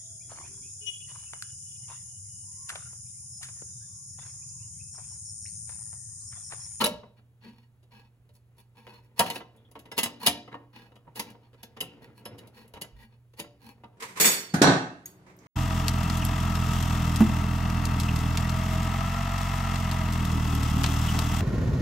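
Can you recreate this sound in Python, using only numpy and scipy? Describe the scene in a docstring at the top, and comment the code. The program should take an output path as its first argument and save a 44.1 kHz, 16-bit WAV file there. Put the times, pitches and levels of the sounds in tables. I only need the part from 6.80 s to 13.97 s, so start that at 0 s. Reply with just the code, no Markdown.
"""The stiff slide on a small metal stove's ash door scrapes, clanks and thumps, close by in a small room.
Grit crushed in uneven slips rasps; chattering blows ring the door and boom in the hollow pan, and a loose
slide rattles on after sharp ones. Swells of narrow noise squeal and rumble; the wire handle's modes ring.
Chance taps and rubbing jiggle the loose door, and crumbs of ash patter down as short noise ticks.
A faint mains hum wavers in still air; two spaced microphone ports hear it all, with a short room tail."""
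import sys
import numpy as np
from scipy import signal
from scipy.fft import rfft, irfft, next_fast_len
from scipy.io import wavfile
from scipy.ndimage import uniform_filter1d

SR = 44100
rng = np.random.default_rng(int(sys.argv[2]) if len(sys.argv) > 2 else 0)


def generate_wav(sig):
    """Save sig (samples, or channels by samples) to the path in sys.argv[1] as 16-bit PCM at SR."""
    pcm = np.round(np.clip(np.atleast_2d(sig).T, -1, 1) * 32767).astype(np.int16)
    wavfile.write(sys.argv[1], SR, pcm)


N = 316197

# Blows of the slide. Hardness sets treble against middle: near 0 is bare metal, -30 is cushioned by ash.
# Columns: start_s, strength_db, hardness_db, rise_s, grind_s (how long the edges grind at full force)
KNOCKS = [(.0095, -30, -6.5, 0.00039, 0.0053), (0.0401, -28, -3.5, 0.00044, 0.004),
          (0.058, -29.5, -5, 0.00056, 0.0087), (0.231, -55.5, -42, 0.00058, 0.0023),
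          (.385, -74, -29, 0.0028, 0.0096), (1.024, -75.5, -4, .004, 0.016),
          (1.491, -72.5, -10, 0.00095, 0.0035), (2.067, -53.5, -20, .001, 0.0025),
          (2.392, -25, 1.5, 0.00067, 0.0054), (2.403, -26.5, -25, 0.00049, 0.0026),
          (2.463, -39.5, -12.5, 0.00036, .001), (2.5, -35.5, -4.5, 0.00065, 0.0031),
          (2.555, -40.5, -10.5, 0.0029, 0.0019), (2.604, -49, -29, 0.00095, 0.0038),
          (2.762, -81, 8.5, .001, 0.0021), (2.912, -69.5, 7, 0.001, 0.003),
          (2.953, -49, -26.5, 0.0013, 0.0012), (2.99, -60, 1, 0.0019, 0.0045),
          (3.054, -58, -15.5, 0.0026, 0.0038), (3.114, -44.5, -12.5, 0.002, 0.0088),
          (3.178, -27, -2.5, 0.00048, 0.015), (3.2311, -30.5, -2, 0.00065, 0.003),
          (3.258, -37.5, -11, 0.0013, 0.0022), (3.462, -23.5, -0.5, 0.0013, 0.0073),
          (3.4705, -23, -3, 0.00015, 0.0019), (3.675, -53, -28.5, 0.0032, 0.005),
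          (3.714, -51, -32.5, 0.0055, 0.015), (3.741, -42, -35.5, 0.001, 0.006),
          (4.117, -64.5, -22.5, 0.0013, 0.0038), (4.155, -61.5, -12, 0.0015, 0.0052),
          (4.265, -57.5, -44, 0.003, 0.018), (4.355, -50.5, 0.5, 0.0031, 0.0061),
          (4.394, -35.5, -2.5, 0.00061, 0.0067), (4.501, -64.5, 1.5, 0.00088, .003),
          (4.543, -61, -32, 0.0013, 0.0097), (4.73, -65, -16.5, 0.0018, 0.015),
          (4.829, -50.5, -2, 0.0018, 0.0031), (4.965, -51.5, -19, 0.0066, 0.0086),
          (5.005, -39.5, 2.5, 0.00047, 0.0056), (5.029, -52, -31, 0.00044, .002),
          (5.454, -45.5, -17.5, 0.00091, 0.0063), (5.543, -71, -30, 0.0051, .012),
          (5.579, -54.5, -5, 0.002, 0.014), (5.671, -65, 0.5, 0.00098, 0.0037),
          (5.878, -74, 8.5, 0.0008, 0.0026), (5.937, -52.5, -9, 0.00024, 0.00092),
          (5.957, -52, -22, .002, 0.021), (6.012, -42.5, -0.5, 0.0054, 0.0061),
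          (6.04, -55.5, -20, .002, 0.0037), (6.534, -68, -10, 0.0012, 0.0025),
          (6.591, -41, -2, 0.0026, 0.012), (6.639, -56.5, -25, .002, 0.0044),
          (7.035, -52, -29.5, 0.0038, 0.0064)]
# Broad spectrum of metal struck by the slide. Columns: frequency_hz, density_db (per Hz)
KNOCK_COLOUR = [(20, -47.5), (60, -17.5), (110, -0.5), (190, 3), (300, -0.5), (500, -4), (1100, -7.5),
                (1700, -7.5), (3000, 0.5), (5000, -11), (7000, -6.5), (11000, 0), (13000, -2),
                (16000, -6.5)]


def amp(db):
    """Decibels to gain."""
    return 10 ** (np.asarray(db) / 20)


def unit(x):
    """Scales to rms 1."""
    return x / np.sqrt(np.mean(x ** 2) + 1e-20)


def fade(t, t60):
    """Exponential decay that falls by 60 dB in t60 seconds."""
    return np.exp(-np.log(1000) * t / t60)


def unevenness(count, size):
    """Random wobble of rms 1 that changes within about size samples."""
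    return unit(uniform_filter1d(rng.standard_normal(count), size))


def read(points, hz):
    """Reads a table on a log-frequency axis."""
    f, value = np.transpose(points)
    return np.interp(np.log(hz + 1), np.log(f + 1), value)


def add(mix, s, sound):
    """Adds a sound to the two-channel mix at time s."""
    part = mix[:, max(round(s * SR), 0):][:, :sound.shape[-1]]
    part += sound[..., :part.shape[-1]]


def colour(x, points):
    """Filters by a smooth spectrum, with the minimum phase that keeps it causal."""
    size = 2 * next_fast_len(x.shape[-1] // 2 + 2048)
    log_gain = np.log(amp(read(points, abs(np.fft.fftfreq(size, 1 / SR)))))
    response = np.exp(signal.hilbert(log_gain).conj())[:size // 2 + 1]
    return irfft(rfft(x, size) * response, size)[..., :x.shape[-1]]


def registers(x):
    """Splits into the pan's bass, the door's middle and the contact's treble."""
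    parts = []
    for hz, kind in [(700, "low"), ([700, 6000], "band"), (6000, "high")]:
        sos = signal.butter(4, hz, kind, fs=SR, output="sos")
        parts.append(signal.sosfilt(sos, x))
    return parts


def rings(modes, gain_db=11.0):
    """Each strong mode rings as a decaying cosine, one a row; a wider resonance dies sooner."""
    t = np.arange(SR // 4) / SR
    hz, width, db = np.transpose(modes)[:, :, None]
    rate = np.pi * width
    return amp(db + gain_db) * 2 * rate / SR * np.exp(-rate * t) * np.cos(2 * np.pi * hz * t)


def touch(body, ring_db, sheet_db, place_db=3.3, sheet_t60=.12, modes_per_hz=.008):
    """Response at one point of contact: the direct click, its own mix of strong modes, and many weak sheet modes."""
    count = body.shape[1]
    t = np.arange(count) / SR
    awake = rng.random(count // 2 + 1) < modes_per_hz * SR / count
    phase = 2 * np.pi * rng.random((2, len(awake)))
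    sheet = irfft(awake * np.exp(1j * phase), count) * fade(t, sheet_t60)
    strong = amp(ring_db + place_db * rng.standard_normal(len(body))) @ body
    click = t == 0
    return click + strong + amp(sheet_db) * sheet / np.linalg.norm(sheet[0])


def background(hum_hz=120, hum_db=-61.5, air_db=-66, waver=0.12):
    """Mains hum, a sine wavering slightly in level and phase, in the coloured noise of still room air."""
    # Spectrum of the quiet room. Columns: frequency_hz, density_db (per Hz)
    air_colour = [(20, -12.5), (60, 1.5), (100, 4.5), (200, -9.5), (400, -15.5), (1000, -23.5),
                  (3000, -29.5), (5500, -38), (8000, -33), (11000, -34), (16000, -33.5)]
    t = np.arange(N) / SR
    slow = [(1, 0), (6, 0), (40, -50), (200, -120)]  # Hz, dB: keeps the drift slow
    level_drift, phase_drift = unit(colour(rng.standard_normal((2, N)), slow))
    hum = (1 + waver * level_drift) * np.sin(2 * np.pi * hum_hz * t + waver * phase_drift)
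    still_air = unit(colour(rng.standard_normal((2, N)), air_colour))
    return amp(hum_db) * unit(hum) + amp(air_db) * still_air


def scrapes(grains_per_s=600, spread_db=3.0, smooth=0.22, slip_db=2.0, lurch_db=1.24, ring_db=5, sheet_db=-2):
    """Grit crushed in tiny uneven slips, as noise with random grains; each stroke swells, lurches and eases off."""
    # Strokes, and a short noise swelling just before the blow at 2.39 s; fizz is the treble over the rasp,
    # change runs along the stroke. Columns: start_s, length_s, pressure_db, fizz_db, change_db
    strokes = [(0, 0.048, -31.5, -8.5, -30), (0.363, 0.041, -69.5, -13, 9), (0.605, 0.13, -59, -14, -8),
               (0.681, 0.2, -71, -10, -8), (1.103, 0.13, -60.5, -12, -8), (1.206, .09, -71, -17, -10),
               (1.533, 0.046, -76.5, 10.5, 1), (1.762, 0.064, -66, 1.5, 2.5), (1.944, 0.15, -63, -10, -11),
               (2.059, 0.16, -59, -11, -10), (2.222, 0.055, -74.5, -1, -6), (2.36, 0.07, -44.5, -4, 14),
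               (2.43, 0.09, -47, -5, -3.5), (2.522, 0.094, -51.5, 0, -26), (3.163, 0.03, -38, 0.5, 30),
               (3.394, 0.098, -42.5, -4.5, 5.5), (3.922, 0.18, -57, -12, -18), (4.346, 0.073, -49.5, 0, -2),
               (4.433, 0.096, -59.5, -11, 12), (4.6, 0.092, -70, -21, -0.5), (4.751, 0.087, -69.5, -15, 4),
               (5.218, 0.056, -60, -7.5, -22), (5.344, 0.077, -64, -2.5, 1), (5.73, 0.14, -60.5, -6, -9),
               (6.13, 0.135, -61.5, -8, 16), (6.296, 0.073, -72, -24, 1), (6.565, 0.046, -52, -2.5, 15),
               (6.781, 0.15, -59, -4.5, 15)]
    # Broad spectrum of scraping. Columns: frequency_hz, density_db (per Hz)
    scrape_colour = [(30, -35), (120, -6), (222, 13), (300, 3.5), (500, 0), (700, -9.5), (920, 1),
                     (1400, -5.5), (1750, -5), (2600, -3.5), (3500, -5.5), (4350, -7.5), (5500, -17),
                     (7500, -17.5), (11000, -10.5), (16000, -13)]
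    # Resonances rubbing brings out of the sooty compartment. Columns: frequency_hz, width_hz, level_db
    compartment = [(220, 25, -0.5), (480, 18, 2.5), (809, 19, -3), (933, 80, -1), (1653, 16, 3),
                   (1900, 56, -4.5), (2353, 29, -1.5), (2580, 19, 3.5), (2880, 18, 1.5), (3535, 28, -3.5),
                   (4254, 40, 0), (4430, 28, 0), (5390, 90, -4)]
    bite_s, ease_s = 0.043, .04  # ramps at the start and end of a stroke
    drone_db = -2.5  # bass against the rasp in the middle
    hollow = rings(compartment)
    out = np.zeros((2, N))
    for s, length, pressure, fizz, change_db in strokes:
        bands = registers(colour(touch(hollow, ring_db, sheet_db), scrape_colour))
        count, size = int(length * SR), SR // 2
        t = np.arange(count) / SR
        speed = np.minimum(t / bite_s, 1) * np.minimum((length - t) / ease_s, 1)
        push = speed * amp(change_db * t / length)
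        grain_size = amp(spread_db * np.minimum(rng.exponential(1, size), 4))
        grit = (rng.random(size) < grains_per_s / SR) * grain_size
        grip = amp(slip_db * unevenness(size, size=300) + lurch_db * unevenness(size, size=1500))
        force = rng.standard_normal((2, size)) * (smooth + grit) * grip
        for band, db in zip(bands, (drone_db, 0, fizz)):
            sound = signal.fftconvolve(force[:, :count] * push, band, axes=1)
            add(out, s, amp(pressure + db) * sound / np.std(sound[:, :count], axis=1, keepdims=True))
    return out


def swells(rows, peak_share=.14):
    """Narrow noise around one pitch swells to an early peak and fades."""
    out, hz = np.zeros((2, N)), np.fft.rfftfreq(SR, 1 / SR)
    for s, length, pitch_hz, width_hz, db in rows:
        resonance = 1 / (1 + (2 * (hz - pitch_hz) / width_hz) ** 2)
        tone = irfft(rfft(rng.standard_normal((2, SR))) * resonance)
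        u = np.linspace(0, 1, int(length * SR))
        shape = np.minimum(u / peak_share, 1) * (1 - u) ** 2
        sound = tone[:, :len(u)] * shape
        add(out, s, amp(db) * sound / np.std(sound, axis=1, keepdims=True))
    return out


def thumps_and_rumbles():
    """Short swells of low and low-middle noise: thumps, handling rumble and panel ringing."""
    # Columns: start_s, length_s, pitch_hz, width_hz, level_db
    low_rows = [(0, 0.24, 205, 56, -43), (0.01, 0.13, 520, 220, -39), (0.01, 0.42, 69, 40, -62),
                (.05, .1, 594, 40, -36.5), (.635, 0.16, 228, 45, -55), (.64, .1, 400, 200, -62),
                (3.47, .1, 100, 60, -52), (2.391, 0.058, 707, 30, -35), (2.391, 0.06, 590, 160, -36),
                (2.392, 0.06, 160, 70, -46), (5.005, 0.08, 200, 160, -52), (6.83, 0.15, 226, 25, -57),
                (5.935, 0.12, 71, 30, -58), (6.11, 0.26, 50, 41, -59), (6.6, 0.08, 150, 69, -55)]
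    return swells(low_rows)


def jiggle_level():
    """Level in dB, over time, of the hand's jiggling at the loose door."""
    # Two lists in sequence, level before each band's own gain. Columns: time_s, level_db
    course = [
        [(0.3, -73), (0.98, -82), (2.41, -69.5), (2.55, -39), (2.69, -64), (2.9, -57.5)],
        [(3.8, -63), (5.05, -63), (5.56, -52.5), (6.56, -75), (6.72, -67.5), (7.15, -63)],
    ]
    return np.interp(np.arange(N) / SR, *np.vstack(course).T)


def jiggle(body, gains_db=(-1.5, -13, -32), taps_per_s=18, tap_t60=0.24, rub=0.12, ring_db=-2, sheet_db=0):
    """Soft chance taps and light rubbing of the loose door, heard mostly through the pan."""
    # Broad spectrum of the jiggling. Columns: frequency_hz, density_db (per Hz)
    jiggle_colour = [(30, -20), (130, 9), (250, 6.5), (500, -4.5), (1000, -9.5), (2500, -3.5),
                     (5000, -24.5), (16000, -25.5)]
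    taps = (rng.random(N) < taps_per_s / SR) * rng.random(N)
    contact = rub + signal.fftconvolve(taps, fade(np.arange(SR // 5) / SR, tap_t60))[:N]
    force = rng.standard_normal((2, N)) * contact
    bands = registers(colour(touch(body, ring_db, sheet_db), jiggle_colour))
    sound = np.zeros((2, N))
    for band, db in zip(bands, gains_db):
        sound += amp(db) * unit(signal.oaconvolve(force, band, axes=1)[:, :N])
    return sound * amp(jiggle_level())


def crumbs(level_db=-11, crumbs_per_s=70, spread_db=3, crumb_t60=.06):
    """Crumbs of ash loosened by the jiggling land in the pan, each with its own short, dull tick."""
    # Spectrum of crumbs on the pan. Columns: frequency_hz, density_db (per Hz)
    crumb_colour = [(60, -27), (300, 5.5), (1000, -3.5), (2000, -13.5), (7000, -31.5), (16000, -32.5)]
    t, out = np.arange(SR // 16) / SR, np.zeros((2, N))
    size = (rng.random(N) < crumbs_per_s / SR) * amp(spread_db * np.minimum(rng.exponential(1, N), 3))
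    for at in np.flatnonzero(size):
        tick = rng.standard_normal((2, len(t))) * fade(t, crumb_t60)
        add(out, at / SR, size[at] * tick)
    return unit(colour(out, crumb_colour)) * amp(level_db + jiggle_level())


def squeals():
    """Metal squeals where the slide binds, as short swells of narrow noise."""
    # Columns: start_s, length_s, pitch_hz, width_hz, level_db
    squeal_rows = [(.009, .075, 1348, 70, -37), (.009, .08, 1110, 160, -39), (.009, .025, 4230, 120, -36),
                   (.04, .043, 3860, 160, -32), (.04, .043, 10990, 202, -32), (2.77, .09, 3450, 350, -76),
                   (2.845, .07, 3350, 350, -72), (5.005, .026, 2930, 250, -34), (5.02, .19, 2780, 600, -60)]
    return swells(squeal_rows)


def knocks(body, gains_db=(0, 1.5, 2), t60s=(.06, .04, .025), chatter_db=3.5, dulling=1.0, ring_db=0, sheet_db=-2):
    """Each knock is a burst of chattering contact and a rebound; a soft contact also dulls the door's clang."""
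    # the pan's boom grows more slowly than the blow: dB at a firm blow, that blow's strength, dB per dB
    boom_db, firm_db, boom_slope = -38, -30.5, 0.68
    # heavier blows flex the whole door and fill out its clank: threshold dB, dB per dB
    flex_from_db, flex_slope = -35, 0.13
    rebound_s, rebound_db = .009, -10.5  # the slide springs back and strikes once more
    out, t = np.zeros((2, N)), np.arange(SR // 8) / SR
    for s, strength, hardness, rise, grind in KNOCKS:
        boom = boom_db + boom_slope * (strength - firm_db)
        flex = flex_slope * max(strength - flex_from_db, 0)
        bands = registers(colour(touch(body, ring_db, sheet_db), KNOCK_COLOUR))
        chatter = amp(chatter_db * unevenness(len(t), size=60))
        force = rng.standard_normal((2, len(t))) * chatter * (1 - np.exp(-t / rise))
        # treble tilt: dull below -5 dB of hardness, brighter above
        force = colour(force, [(1200, 0.0017), (5000, dulling * min(hardness + 5, 5))])
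        force = colour(force, [(300, 0), (600, flex), (1300, flex), (2600, 0)])
        levels_db = (boom, strength, strength + hardness)
        for band, db, gain_db, t60 in zip(bands, levels_db, gains_db, t60s):
            first = fade(np.maximum(t - grind, 0), t60)
            rebound = amp(rebound_db) * (t > rebound_s) * fade(t - rebound_s, t60)
            sound = signal.fftconvolve(force * (first + rebound), band, axes=1)
            start_rms = np.std(sound[:, :SR // 50], axis=1, keepdims=True)  # over 20 ms
            add(out, s, amp(db + gain_db) * sound / start_rms)
    return out


def rattle(body, level_db=-14, gap_s=.022, fall_db_per_s=150, spread_db=2.5, tap_t60=0.0049,
           ring_db=2, sheet_db=-2, count=5):
    """After a sharp blow the loose slide bounces on in its guide: fading, uneven taps, each at another spot."""
    from_db = -45.5  # blows whose strength plus hardness exceeds this set it off
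    out, t = np.zeros((2, N)), np.arange(SR // 50) / SR
    for s, strength, hardness, rise, grind in KNOCKS:
        if strength + hardness > from_db:
            for delay in grind + gap_s * np.cumsum(.5 + rng.random(count)):
                force = rng.standard_normal((2, len(t))) * fade(t, tap_t60)
                spot = colour(touch(body, ring_db, sheet_db), KNOCK_COLOUR)
                tap = signal.fftconvolve(force, spot, axes=1)
                db = strength + level_db - fall_db_per_s * delay + spread_db * rng.standard_normal()
                add(out, s + delay, amp(db) * tap / np.std(tap[:, :len(t)]))
    return colour(out, [(1000, -0.5), (4000, -6.5), (11000, -16)])


def pings(falloff_db=18):
    """The wire handle springs free and rings; modes far from the leading pitch are weaker, in dB per octave."""
    # Moments when the handle rings. Columns: start_s, level_db, lead_hz
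    ping_rows = [(2.394, -50, 10030), (3.117, -46.5, 5270), (3.233, -27, 7900), (3.232, -44, 14600),
                 (3.469, -34.5, 14000), (4.395, -46, 11580), (4.829, -59.5, 12900), (5.005, -45.5, 11400),
                 (5.453, -45.5, 5150), (5.455, -46, 12000), (6.018, -46.5, 13200)]
    # Modes of the handle. Columns: frequency_hz, level_db, t60_s
    handle = [(5230, 0, 0.13), (6550, -6, .1), (7675, -4.5, 0.14), (8165, -8, .13), (9750, 5, 0.085),
              (11100, -1, 0.11), (11300, 4, 0.084), (12800, -1, 0.091), (14150, -4.5, .09),
              (14000, 1, .085), (15200, -9, .07)]
    out, t = np.zeros((2, N)), np.arange(SR // 3) / SR
    for s, blow_db, lead_hz in ping_rows:
        for hz, db, t60 in handle:
            level = amp(blow_db + db - falloff_db * abs(np.log2(hz / lead_hz)))
            add(out, s, level * fade(t, t60) * np.sin(2 * np.pi * (hz * t + rng.random())))
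    return out


def room(x, wet_db=(-8, -13, -21), t60s=(.48, .38, .2), onset=0.00018):
    """The firebox and the small room give a short tail of decaying noise, longest in the bass."""
    t = np.arange(SR * 2 // 3) / SR
    tail = np.zeros((2, len(t)))
    for part, db, t60 in zip(registers(rng.standard_normal(tail.shape)), wet_db, t60s):
        shape = fade(t, t60) * (1 - np.exp(-t / onset))
        tail += amp(db) * part * shape / np.linalg.norm(shape)
    return signal.fftconvolve(x, tail, axes=1)[:, :N]


def room_by_turns(x, turn_hz=2.3, count=3):
    """Several noise tails take turns, so that no single random tail colours every sound."""
    turn = 2 * turn_hz * np.arange(N) / SR
    out = x.copy()
    for k in range(count):
        share = np.sqrt(2 / count) * np.cos(np.pi * (turn + k / count))  # the squared shares sum to 1
        out += room(x * share)
    return out


def ports(x):
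    """Two spaced microphone ports share part of the sound, with a phase lag between them."""
    # How far the left port leads the right. Columns: frequency_hz, lead_rad
    phase_lead = [(20, 0), (550, 0), (1100, .3), (1700, 1.0), (2500, 2.1), (4000, 1.5), (5600, 1.3),
                  (6500, -.3), (8600, -3.1), (10400, -5.9), (11500, -6.7), (12600, -8.8), (14000, -9.8),
                  (15100, -12.5)]
    # How alike the two ports are. Columns: frequency_hz, likeness (1 is identical)
    likeness = [(20, .65), (120, .94), (250, .92), (500, .77), (1000, .62), (2000, .55), (5500, .45),
                (8500, .9), (16000, .72)]
    size = next_fast_len(N + 2048)
    hz, (left, other) = np.fft.rfftfreq(size, 1 / SR), rfft(x, size)
    same = np.clip(read(likeness, hz), -1, 1)
    mixed = same * left + np.sqrt(1 - same ** 2) * other
    right = mixed * np.exp(-1j * read(phase_lead, hz))
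    return irfft(np.array([left, right]), size)[:, :N]


def scene():
    """All the sounds of the stove, in the room, over the hum, at the two ports."""
    # Resonances of the hollow ash pan, then of the door. Columns: frequency_hz, width_hz, level_db
    pan_modes = [(223, 22, -8.5), (288.2, 4.3, 0), (333, 2.9, -8), (474, 68, -1.5), (582, 6.3, -6.5)]
    door_modes = [(715.4, 8.4, -3.5), (937, 34, 2.5), (1045, 19, -4.5), (1104, 15, -8.5), (1333, 20, -3),
                  (1660, 14, -3.5), (1840, 15, -2.5), (2019, 20, 1.5), (2643, 20, -5), (2863, 40, -7),
                  (2940, 35, -2.5), (3863, 37, 0), (3890, 36, -6), (4270, 48, -5.5), (4795, 140, -2),
                  (4930, 38, -2.5), (6720, 30, -6.5), (9200, 81, -3), (9800, 48, -4), (10740, 27, -2.5),
                  (11385, 31, 0.5)]
    body = np.vstack([rings(pan_modes), rings(door_modes)])
    work = scrapes() + thumps_and_rumbles() + jiggle(body) + crumbs()
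    work += squeals() + knocks(body) + rattle(body) + pings()
    return ports(room_by_turns(work) + background())


def record(dry):
    """The microphone's narrow dips in the treble, then the recorder's band limit."""
    # Dips in the response; width is from centre to 1/e of the depth. Columns: frequency_hz, width_hz, depth_db
    dips = [(8980, 150, 5.5), (14400, 380, 18.5)]
    edge_hz = 15950
    hz = np.fft.rfftfreq(N, 1 / SR)
    response_db = -sum(depth * np.exp(-((hz - centre) / width) ** 2) for centre, width, depth in dips)
    heard = colour(dry, np.column_stack([hz, response_db]))
    lowpass = signal.firwin(511, edge_hz, window=("kaiser", 9), fs=SR)
    return signal.oaconvolve(heard, lowpass[None], "same")


dry = scene()
out = record(dry)
generate_wav(out)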